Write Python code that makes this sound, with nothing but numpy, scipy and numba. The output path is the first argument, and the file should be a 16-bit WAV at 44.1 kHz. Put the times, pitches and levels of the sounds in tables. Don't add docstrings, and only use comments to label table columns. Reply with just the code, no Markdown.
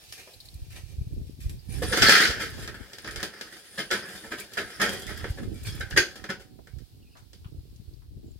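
import sys
import numpy as np
from scipy import signal
from scipy.fft import rfft, irfft
from scipy.io import wavfile
from scipy.ndimage import uniform_filter1d
from numba import njit

SR = 44100
rng = np.random.default_rng(int(sys.argv[2]) if len(sys.argv) > 2 else 0)


def attenuation_scalar(level_db):
    decades = np.asarray(level_db, float) / 20
    return 10 ** decades


def dump_mix(stems):
    frames = np.atleast_2d(stems).T
    limited = np.clip(frames, -1, 1)
    pcm = np.round(limited * 32767).astype(np.int16)
    wavfile.write(sys.argv[1], SR, pcm)


N = 370080
T = np.arange(N) / SR
POUR_S = 1.78

# (frequency [Hz], level [dB per Hz])
YARD_SPECTRUM = [(380, -34.5), (650, -4.5), (1100, -10), (2060, -9.5), (4360, -0.5), (4990, -2),
                 (6350, -9.5), (11800, -8), (15200, -9), (16000, -5.5)]
# (time [s], level [dB])
YARD_SWELL = [(0, 7), (.9, 1.5), (1.25, 1), (1.6, 3.5), (6.6, -0.5), (6.85, 0.5), (7.05, -1.5), (7.5, -0.5),
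              (8.0, -2), (8.15, -4), (8.39, -2)]
# (middle [s], half length [s], buffet [dB], flutter re buffet [dB], left minus right [dB])
GUSTS = [(0.683, 0.2, -48.5, -10.5, 4), (0.92, 0.1, -55.5, -12, -24), (1.05, 0.12, -51, -2, 7),
         (1.223, 0.14, -39, -9, 0.5), (1.495, 0.085, -37.5, -10.5, 0), (1.817, 0.14, -37, -7, -9.5),
         (2.043, 0.042, -30.5, -6.5, 0), (2.217, 0.11, -64, -5, -23.5), (2.299, 0.018, -38, -6, -4),
         (4.645, .05, -53.5, -16, 0), (7.209, 0.033, -53, -11, -7.5), (2.568, 0.26, -46, -3, 4.5),
         (3.158, 0.11, -49, -5.5, -7), (4.897, 0.12, -49.5, 0, 1), (5.296, 0.24, -47, -2.5, -12),
         (5.505, 0.076, -41, 3, 0), (5.732, 0.11, -36, -9, -3), (5.964, 0.041, -35.5, -6, -6),
         (6.416, 0.42, -59, 1.5, -10.5), (6.776, 0.082, -51, -13.5, -19.5), (7.067, 0.13, -53.5, -5, -1.5),
         (7.58, 0.28, -49, -7.5, -0.5), (8.115, 0.48, -56.5, -8.5, 7.5), (8.229, 0.087, -51.5, 2, -0.5)]
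# (time [s], peak [dB], pitch [Hz], left minus right [dB])
PUFFS = [(0.535, -30.5, 61, -2), (0.605, -25.5, 63.7, -1), (0.823, -37.5, 67, -23), (0.97, -21, 68, -3),
         (1.001, -20.5, 81, 8), (1.06, -26.5, 101, 4), (1.113, -42.5, 81.4, -44), (1.149, -31.5, 45.8, -12),
         (1.122, -47, 377, 0), (1.162, -40, 290, 0), (1.249, -45, 300, 2), (1.292, -33.5, 237, -11),
         (1.385, -36, 188, -2), (1.42, -42, 56.7, -12), (1.444, -16.5, 64, -2), (1.682, -33.5, 134, -24),
         (1.757, -29, 89, -23), (2.028, -36, 62, -1), (2.357, -37.5, 106, 0), (3.163, -38, 73, -20),
         (5.219, -25, 66.4, -5), (5.29, -17, 70, 0), (5.465, -37, 67, -35), (5.68, -26, 113, 8),
         (5.931, -29, 107.4, 8), (6.741, -40, 75.6, -18), (7.449, -30.5, 97.6, 7.5), (7.567, -29, 61, 2.5),
         (7.69, -41, 58.4, 5.5), (7.791, -35.5, 121.7, 11.5), (7.865, -37.5, 58.1, -19.5),
         (8.068, -37, 61.6, -3), (8.155, -34.5, 94, 13), (8.248, -49, 67.3, 25.5)]
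# (time [s], flow felt by the grate [dB], can re grate [dB])
TRICKLE = [(0.0, -62.5, 1), (0.14, -74, 22), (0.37, -75, 10.5), (0.75, -66.5, 4.5), (1.33, -83.5, 13),
           (1.75, -70, 2), (2.62, -49, -14), (2.99, -56.5, -3), (3.2, -43.5, -16), (3.64, -57, 1.5),
           (4.3, -62.5, 0), (4.6, -51, -6), (5.0, -46.5, -2.5), (5.26, -46.5, -8), (5.42, -78.5, 13.5),
           (5.7, -49, -3), (6.17, -60.5, -9), (6.6, -104, 10)]
# (time [s], flow felt by the grate [dB], can re grate [dB])
POUR = [
    (1.818, -48, -3.5),
    (1.98, -37, 5),
    (2.05, -18.5, -8.5),
    (2.1, -16.5, -3.5),
    (2.16, -23, -3),
    (2.22, -23.5, -8.5),
    (2.289, -33, -5.5),
    (2.35, -36, -17),
    (2.62, -74, 18.5),
]
# (time [s], can [dB], grate re can [dB], bowl re
# can [dB], grit re can [dB])
KNOCKS = [(0.1242, -35.5, -7.5, -16, -4), (1.495, -44, -6, -13, 0.5), (2.676, -34, 0.5, -2, -11),
          (2.933, -37.5, -7.5, -9, -10), (2.984, -39.5, -1.5, -7.5, -8), (3.0459, -37.5, 0.5, 2.5, -20),
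          (3.075, -37, 8, -1.5, -7.5), (3.1097, -37.5, -3, -7, -5), (3.16, -30.5, -6, -7.5, -9),
          (3.2027, -40, -9, -15, -7), (3.2293, -25, -3.5, -4.5, -8), (3.411, -32.5, -1.5, -5.5, -9.5),
          (3.912, -23.5, -8, -10, -9), (4.5353, -39, -16, -19, -7), (5.243, -44, 14, 15.5, -24.5),
          (5.909, -35.5, -4, -5, -12), (6.241, -37.5, 3, 1, -13), (6.6718, -54.5, 5.5, 3.5, -4),
          (6.786, -53.5, -6, -10.5, -7), (7.332, -46.5, -13, -7, -9),
          (1.935, -34.5, 7, 9, -15), (1.9733, -22.5, -9, 2, -8), (2.021, -13, -3.5, -16.5, -17),
               (2.033, -25.5, 0, -5, -9), (2.0662, -22.5, 2, -9.5, -6), (2.0853, -17, 0.5, -1, -11.5),
               (2.0941, -12.5, 4.5, -11, -8.5), (2.11, -25, -4, -16, -14), (2.122, -15.5, 5, -10.5, -9),
               (2.137, -28, 0.5, -16, -14), (2.152, -18, 5.5, -21, -12), (2.164, -28, 11, -2, -17.5),
               (2.182, -21, 5, -10.5, -12), (2.204, -21, 3, -4.5, -8), (2.237, -29, 7, -7, -3),
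               (2.252, -22, 5.5, -8.5, -22), (2.275, -23.5, -6, -24, -34), (2.309, -28, -7, -18, -19),
               (4.8159, -21, 1, -1, -5.5), (4.892, -32.5, 2.5, 3, -2.5), (5.0206, -40.5, -9, -0.5, 0),
               (5.0673, -38, -8, -10, -5), (5.6736, -44, -5, -9, -13), (5.809, -35.5, 4.5, -3.5, -8),
               (5.986, -28.5, -7, -13, -9), (6.004, -33, -10, -5.5, -13), (6.302, -31.5, 4, -8, -15)]
# (time [s], blow [dB], bowl re blow [dB], can re blow [dB], chatter length [s])
SHIFTS = [
    (0.163, -38.5, -14.5, -5.5, 0.022),
    (0.271, -39, -4, -33, 0.0029),
    (0.698, -43.5, -84, -5, 0.017),
    (0.755, -34, -14.5, -5, 0.0063),
    (1.396, -43.5, -35, -0.5, 0.019),
    (1.681, -40.5, -12, -1, 0.061),
]
# (time [s], blow [dB], bowl and can re blow [dB], chatter length [s])
RUSH_LUMPS = [
    (1.821, -26, -5, -6, 0.0087),
    (1.923, -10.5, -13, -9, 0.005),
    (1.96, -19, -29, -13, 0.034),
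    (2.0208, -5, -15, -3, 0.0037),
    (2.394, -22, -19, -10, 0.023),
    (2.578, -39, -1, -9, 0.0045),
    (2.622, -34.5, -19, -2.5, 0.0076),
    (2.741, -29.5, -15, -11, 0.0051),
]
# (time [s], blow [dB], bowl and can re blow [dB], chatter length [s])
SHAKEN_LUMPS = [(3.7763, -20.5, -13.5, -9, 0.011), (3.9037, -16.5, -13, -10, 0.018),
                (4.022, -34.5, -14, -25, 0.026), (4.076, -39, -10, -4.5, 0.049),
                (4.23, -39, -7, -15, 0.021), (4.305, -30.5, -11.5, -12.5, 0.015),
                (4.376, -35.5, -9.5, -3, 0.015), (4.57, -17.5, -11.5, -13, 0.012),
                (4.796, -16.5, -13, -11.5, 0.027), (4.914, -36, -4, -4.5, 0.03),
                (5.086, -26.5, -7.5, -12, 0.0072), (5.374, -30, -7, -15.5, 0.007),
                (5.429, -35, -23.5, -8.5, 0.0037), (5.65, -44, -7, 6.5, 0.016),
                (5.804, -24, -11, -23.5, 0.0035), (5.962, -9, -14.5, -11, 0.0075),
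                (5.974, -12.5, -15, -1, 0.002), (6.156, -30.5, -9.5, -6, 0.002),
                (6.2889, -20.5, -15, -17, 0.0064), (6.396, -38, -13, -8.5, 0.0082)]
# (lowest [Hz], highest [Hz], time to fade 60 dB [s], blow [dB], slide [dB], side re mid [dB])
PARTS = [
    (1178, 3280, 0.18, -5.5, -3, -3),
    (70, 956, 0.24, 4.5, -9, -11.5),
    (2410, 6380, 0.23, -1.5, -1.5, 0.5),
    (7170, 13900, 0.19, 5, -1.5, 0.5),
]
# (frequency [Hz], level [dB per Hz])
STEEL_SPECTRUM = [(60, -24.5), (130, -19.5), (200, -12.5), (286, -16), (341, -12.5), (466, -10.5),
                  (560, -17.5), (680, -20), (1040, -21.5), (1240, -9), (1580, -3), (2600, -16.5),
                  (4800, -14), (7300, -20), (9200, -20.5), (16000, -27)]
# (frequency [Hz], level [dB per Hz])
CAN_SPECTRUM = [(180, -5.5), (300, -6.5), (385, -1.5), (1390, -14.5), (1560, -9.5), (2170, -6.5),
                (3030, -13), (10700, -9), (16000, -16)]
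# (frequency [Hz], level [dB], time to fade 60 dB [s])
GRATE_MODES = [(1330, -28, .1), (1483, -13, .18), (1555, -9.5, .21), (1626, -11, .18), (1845, -15, .13),
               (2012, -16, .13), (2105, -15, .13), (2417, -16, .15)]
# (frequency [Hz], level [dB], time to fade 60 dB [s])
BOWL_MODES = [(338, -15, .13), (555, -20, .1), (581, -34, 1.0), (750, -35, 1.0)]
# (frequency [Hz], level [dB], time to fade 60 dB [s])
SHELL_MODES = [(2900, -18, .1), (3114, -13.5, 0.2), (3800, -32, 0.21), (4678, -23.5, 0.056),
               (4710, -27, 0.071), (5000, -15, 0.082)]
# (time [s], peak [dB])
TICKS = [(0.3336, -47), (0.404, -45), (0.454, -44), (0.4854, -49), (0.5417, -45), (2.5012, -40),
         (4.0672, -47), (4.0816, -48), (4.399, -29), (4.5354, -38), (4.9327, -31), (4.996, -36),
         (5.1741, -37), (5.3044, -40.5), (5.5428, -45), (5.6341, -36), (5.7508, -38), (5.7972, -38),
         (5.903, -41.5), (7.1906, -56.5)]
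# (time [s], level [dB], pitch [Hz], width [Hz], decay [s])
TAPS = [(0.337, -46, 4320, 900, 0.0096), (0.402, -42, 4300, 900, 0.012), (.455, -50, 4320, 700, 0.011),
        (0.486, -44, 4220, 700, 0.0061), (.54, -49, 4260, 400, 0.0059), (1.59, -50.5, 4850, 294, 0.015),
        (6.589, -44, 576, 375, 0.0095), (7.153, -54, 1027, 920, 0.041), (7.17, -54, 3910, 5980, 0.03),
        (7.444, -54.5, 1150, 706, 0.024), (7.445, -55, 3010, 905, 0.021), (7.76, -55, 5980, 5000, 0.0065),
        (7.936, -57, 4830, 1502, .008), (8.019, -65, 1303, 880, 0.024)]
# (time [s], level [dB])
EMBERS = [(1.64, -80), (1.72, -54), (1.9, -39), (2.2, -63), (2.4, -77), (2.6, -74), (2.75, -79),
          (2.97, -71), (3.13, -55), (3.4, -68), (3.55, -63.5), (3.7, -54.5), (3.87, -56), (4.15, -55),
          (4.27, -62), (4.4, -67), (4.6, -61), (4.98, -55), (5.2, -69), (5.44, -69), (5.7, -69), (5.9, -75),
          (6.1, -80)]
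# (time [s], level [dB], pitch [Hz], width [Hz], decay [s])
RATTLES = [(1.711, -70, 2170, 700, 0.062), (2.061, -21.5, 4420, 500, 0.093), (2.091, -29, 5170, 597, 0.14),
           (2.17, -29, 3300, 400, 0.061), (2.23, -28, 4200, 490, 0.033), (3.05, -47, 5000, 700, 0.11),
           (3.331, -55, 5000, 900, 0.19), (3.78, -47, 3000, 500, 0.079), (3.911, -33, 1910, 400, 0.028),
           (3.915, -36, 5070, 500, .03), (4.02, -43.5, 5000, 500, 0.024), (4.175, -49, 3620, 200, 0.026),
           (4.315, -48, 2900, 500, 0.029), (4.39, -52, 4600, 1500, 0.031), (4.582, -30, 2500, 900, 0.0093),
           (4.721, -53.5, 5270, 600, 0.18), (4.405, -40.5, 2300, 200, 0.022),
           (4.809, -31, 3180, 250, 0.043), (4.88, -40.5, 3230, 200, 0.099), (4.921, -41, 1960, 300, 0.045),
           (5.04, -52, 3380, 300, 0.099), (5.07, -43, 1960, 300, 0.047), (5.08, -50, 5200, 506, 0.032),
           (5.16, -51.5, 5050, 600, 0.067), (5.181, -53, 3300, 400, 0.049), (5.245, -49, 3320, 300, 0.032),
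           (5.645, -49, 2330, 200, 0.11), (5.662, -48, 3330, 200, 0.08), (5.65, -47, 4350, 302, 0.051),
           (5.72, -46, 5300, 400, 0.024), (5.81, -40, 3880, 200, 0.015), (5.91, -44, 2800, 250, 0.018),
           (5.925, -33, 1640, 300, 0.012), (5.975, -15.5, 5020, 397, 0.0098)]
# (time [s], frequency [Hz], level [dB], time to fade 60 dB [s])
PINGS = [(5.811, 1538, -35, .2), (5.811, 1579, -35, .2), (5.811, 1655, -41, .16), (5.974, 1532, -24, .24),
         (5.974, 1595, -24, .24), (5.975, 336, -28, .22), (4.81, 752, -58, 1.9), (5.28, 752, -63, 1.5),
         (5.97, 752, -59, 2.2), (5.97, 748.5, -68, 1.9), (6.29, 752, -65, 2.2), (5.97, 583, -54, .9),
         (1.819, 500, -26, .09), (1.914, 510, -29, .2), (5.24, 800, -62, 1.0), (5.545, 2310, -58, .6),
         (5.82, 800, -62, 1.0), (5.98, 3338, -33, .16), (6.671, 1520, -52, .06)]
# (middle [s], length [s], pitch [Hz], level [dB])
SQUEAKS = [
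    (7.09, .15, 2620, -70),
    (7.875, .035, 4320, -67),
    (6.725, .05, 2228, -70),
    (7.135, .08, 4900, -71),
    (7.16, .03, 4200, -72),
    (8.3, .09, 7200, -78),
]


def level(x, db):
    return x * attenuation_scalar(db) / np.sqrt(np.mean(x ** 2))


def colour(table, hz):
    f, db = np.transpose(table)
    return np.interp(np.log(np.maximum(hz, 1)), np.log(f), db)


def band(x, lo_hz, hi_hz):
    return signal.sosfilt(signal.butter(2, [lo_hz, hi_hz], "band", fs=SR, output="sos"), x)


def walk(rate):
    hold = int(SR / rate)
    steps = np.repeat(rng.standard_normal(N // hold + 1), hold)
    return 1.2 * uniform_filter1d(steps, hold)[:N]


def contacts(rate, scatter_db):
    size = attenuation_scalar(scatter_db * rng.exponential(size=N)) * rng.standard_normal(N)
    return level(size * (rng.random(N) < rate / SR), 0)


def yard():
    shape = attenuation_scalar(colour(YARD_SPECTRUM, np.fft.rfftfreq(N, 1 / SR)))
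    hiss = irfft(rfft(rng.standard_normal((2, N))) * shape, N)
    swell_db = .6 * walk(6) + np.interp(T, *np.transpose(YARD_SWELL))
    return level(hiss, -69 + 6.5) * attenuation_scalar(swell_db)


def puffs(side):
    out = np.zeros(N)
    for start, peak_db, hz, pan_db in PUFFS:
        cycles = (T - start) * hz - 1.2
        turn = .52 - 0.048 * side + .07 * rng.standard_normal()
        push = np.exp(-(cycles / 0.39) ** 2) * np.cos(2 * np.pi * (cycles + turn))
        out += attenuation_scalar(peak_db + side * pan_db / 2) * push
    return out


def wind():
    middle, half, db, flutter_db, pan_db = np.transpose(GUSTS)
    coarse = T[::64]
    swell = np.exp(-np.abs((coarse[:, None] - middle) / half) ** 3.0)
    out = []
    for side, breeze_db in ((1, -83.5), (-1, -62)):
        eddies = contacts(400, 1.6) * attenuation_scalar(2.6 * walk(18))
        buffet = level(band(band(eddies, 35, 125.4), 35, 180), 3.3)
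        flutter = level(band(band(eddies * attenuation_scalar(2.0 * walk(30)), 110, 330), 84, 480), 1)
        gust_db = db + side * pan_db / 2
        low = swell @ attenuation_scalar(gust_db) + attenuation_scalar(breeze_db)
        high = swell @ attenuation_scalar(gust_db + flutter_db) + attenuation_scalar(breeze_db - 10)
        port = np.interp(T, coarse, low) * buffet + np.interp(T, coarse, high) * flutter
        out.append(band(port + puffs(side), 26, 3000))
    return np.array(out)


def flow(part):
    total = 0
    for table in (TRICKLE, POUR):
        s, db, fine_db = np.transpose(table)
        can_db = db + fine_db
        felt = (db, -12.5 + 0.69 * db, can_db, -15 + 0.81 * can_db)[part]
        last = felt[-1] if table is TRICKLE else -120
        total = total + attenuation_scalar(np.interp(T, s, felt, left=-120, right=last))
    return total


def knocks(part):
    force = np.zeros(N)
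    part_gain_db = (21.4, 22.2, 18.6, 20.4)[part]
    for s, db, grate_db, bowl_db, grit_db in KNOCKS:
        force[int(s * SR)] = attenuation_scalar(db + (grate_db, bowl_db, 0, grit_db)[part] + part_gain_db)
    age = T[:SR // 20]
    rebounds = 0.0062 * np.exp(-age / 0.0074) * rng.standard_normal(len(age))
    rebounds[0] = 1
    return signal.oaconvolve(force, rebounds)[:N]


def cracks():
    burst, age = rng.standard_normal((2, SR // 50)), T[:SR // 50]
    crunch = band(burst * np.exp(-age / 0.0024), 2500, 6000)
    tick = attenuation_scalar(4) * band(burst[::-1] * np.exp(-age / .0006), 3600, 7500)
    return attenuation_scalar(-16.0) * signal.oaconvolve([knocks(2)], crunch + tick, axes=1)[:, :N]


def blows(part):
    force, rolling = np.zeros((2, N))
    for s, db, bowl_db, can_db, length in SHIFTS + RUSH_LUMPS + SHAKEN_LUMPS:
        start = int(s * SR)
        since = T[:min(N - start, SR // 2)]
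        end = start + len(since)
        age = since / max(length, .002)
        touch = .4 if s > POUR_S else .02
        grit_db = can_db - 19.5 - .27 * db
        gain = attenuation_scalar(db + (0, bowl_db, can_db, grit_db)[part])
        force[start:end] += gain * (touch + age) * np.exp(-age)
        rolling[start:end] += gain * attenuation_scalar(-32.5) * np.exp(-since / 0.077)
    return force, rolling


def crowd(table, lo_hz, hi_hz, t60, side_db):
    age = T[:SR // 3]
    hz = np.fft.rfftfreq(len(age), 1 / SR) + 1
    edges = (1 + (lo_hz / hz) ** 16) * (1 + (hz / hi_hz) ** 16)
    shape = attenuation_scalar(colour(table, hz)) / np.sqrt(edges)
    ripple = np.sin(11.0 * np.log(hz) * (1 + rng.random()) + 2 * np.pi * rng.random())
    shape = shape * attenuation_scalar(2.1 * ripple)
    fade = attenuation_scalar(-60 * age / t60) + .7 * np.exp(-age / 0.003)
    mid, side = irfft(rfft(rng.standard_normal((2, len(age)))) * shape, len(age)) * fade
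    ports = np.array([mid + attenuation_scalar(side_db) * side, mid - attenuation_scalar(side_db) * side])
    return ports / np.sqrt(np.sum(mid ** 2))


@njit
def ring(drive, pole, gain, spot):
    out = np.zeros((2, len(drive)))
    for m in range(len(pole)):
        z = 0j
        for i in range(len(drive)):
            z = z * pole[m] + drive[i] * spot[m, i >> 10]
            out[0, i] += (z * gain[m]).imag
            out[1, i] += (z * gain[m].conjugate()).imag
    return out


def steel(drive, hz, db, t60, scatter, spot_db):
    radius = np.exp(-np.log(1000) / (t60 * SR))
    pole = radius * np.exp(2j * np.pi * hz / SR)
    turn = np.exp(.5j * scatter * rng.standard_normal(len(hz)))
    gain = attenuation_scalar(db) * np.sqrt(2 * (1 - radius ** 2)) * turn
    spot = attenuation_scalar(spot_db * rng.standard_normal((len(hz), N // 1024 + 1)))
    spot = spot * rng.choice([-1., 1.], (len(hz), 1))
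    return ring(drive + 1e-18, pole, gain, spot)


def coals(count=4):
    chatter = contacts(3000, 2.67)
    roll = contacts(3000, 2.4) * attenuation_scalar(1.7 * walk(25))
    out = cracks()
    spot = attenuation_scalar(13.3 * np.array([walk(30) for _ in range(count)]))
    shares = spot / np.sqrt(np.sum(spot ** 2, axis=0))
    poured = T > POUR_S
    for part, (lo, hi, t60, blow_db, slide_db, side_db) in enumerate(PARTS):
        force, rolling = blows(part)
        drive = attenuation_scalar(blow_db) * (force * chatter + rolling * roll)
        drive = drive + knocks(part) + attenuation_scalar(slide_db) * flow(part) * roll
        for share in shares:
            struck = drive * share
            response = crowd(STEEL_SPECTRUM, lo, hi, t60, side_db)
            out += signal.oaconvolve([struck * poured], response, axes=1)[:, :N]
            response = crowd(CAN_SPECTRUM, lo, hi, t60, side_db)
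            inside = signal.oaconvolve([struck[~poured]], response, axes=1)
            out[:, :inside.shape[1]] += inside
        if part < 3:
            modes = np.transpose((GRATE_MODES, BOWL_MODES, SHELL_MODES)[part])
            scatter, spot_db = (.6, .4, 2.5)[part], (4.0, .6, 4.0)[part]
            tones = steel(drive * poured, *modes, scatter, spot_db)
            out += tones * attenuation_scalar((-2.5, 0.1, 0.1)[part])
    return out


def ticks(gain_db=-7, decay_s=0.012):
    out, age = np.zeros((2, N)), T[:SR // 20]
    for s, db in TICKS:
        start = int(s * SR)
        fizz = level(band(rng.standard_normal((2, len(age))), 6800, 14000), db + gain_db)
        out[:, start:start + len(age)] += fizz * np.exp(-age / decay_s)
    return out


def taps():
    out, age = np.zeros((2, N)), T[:SR // 6]
    for s, db, hz, width, decay in TAPS:
        start = int(s * SR)
        noise = rng.standard_normal((2, len(age)))
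        tap = level(band(noise, max(hz - width / 2, 50), hz + width / 2), db)
        out[:, start:start + len(age)] += tap * np.exp(-age / decay) * (1 - np.exp(-age / 0.0004))
    return out


def embers():
    sifting_db = np.interp(T, *np.transpose(EMBERS), left=-120, right=-120) + 3.5 * walk(24)
    grains = np.array([contacts(2500, 3.4), contacts(2500, 3.4)])
    return attenuation_scalar(sifting_db) * level(band(grains, 8800, 10400), 0)


def rattles(rise_s=0.0031, side_db=-5):
    out, age = np.zeros((2, N)), T[:SR // 3]
    for s, db, hz, width, decay in RATTLES:
        start, half = int(s * SR), max(width, 40) / 2
        noise = rng.standard_normal((2, len(age)))
        strength = attenuation_scalar(2.2 * rng.exponential(size=len(age)))
        hits = noise * strength * (rng.random(len(age)) < .06)
        fade = np.exp(-(age / decay) ** 1.2) * (1 - np.exp(-age / rise_s))
        mid, side = level(band(hits, hz - half, hz + half), db) * fade
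        out[:, start:start + len(age)] += [mid + attenuation_scalar(side_db) * side, mid - attenuation_scalar(side_db) * side]
    return out


def pings(rise_s=.002, side_db=-10):
    out = np.zeros((2, N))
    for s, hz, db, t60 in PINGS:
        age = np.maximum(T - s, 0)
        turn = attenuation_scalar(side_db) * rng.standard_normal() * np.array([[1], [-1]])
        fade = attenuation_scalar(db - 60 * age / t60 + 1.5 * walk(15)) * (1 - np.exp(-age / rise_s))
        out += fade * np.sin(2 * np.pi * hz * age + turn)
    return np.sqrt(2) * out


def hinge():
    out = 0
    for s, length, hz, db in SQUEAKS:
        place = (T - s) / length * 2
        bend = .55 * np.clip(place, -1.5, 1.5) ** 2 + 3.2 * length * walk(400)
        pitch = hz * (1 + length * bend)
        tone = np.sin(2 * np.pi * np.cumsum(pitch) / SR)
        out = out + attenuation_scalar(db + 5.6 * walk(150)) * np.exp(-place ** 4) * tone
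    return out


def scene():
    return coals() + taps() + hinge() + wind() + yard() + embers() + rattles() + ticks() + pings()


def top_cut(x):
    return signal.sosfilt(signal.butter(12, 16660, fs=SR, output="sos"), x)


def record(dry):
    rounded = np.tanh(.8 * dry) / .8
    top = signal.ellip(8, .2, 50, 15850, fs=SR, output="sos")
    mix = signal.sosfilt(top, rounded)
    return top_cut(mix)


dry = scene()
out = record(dry)
dump_mix(out)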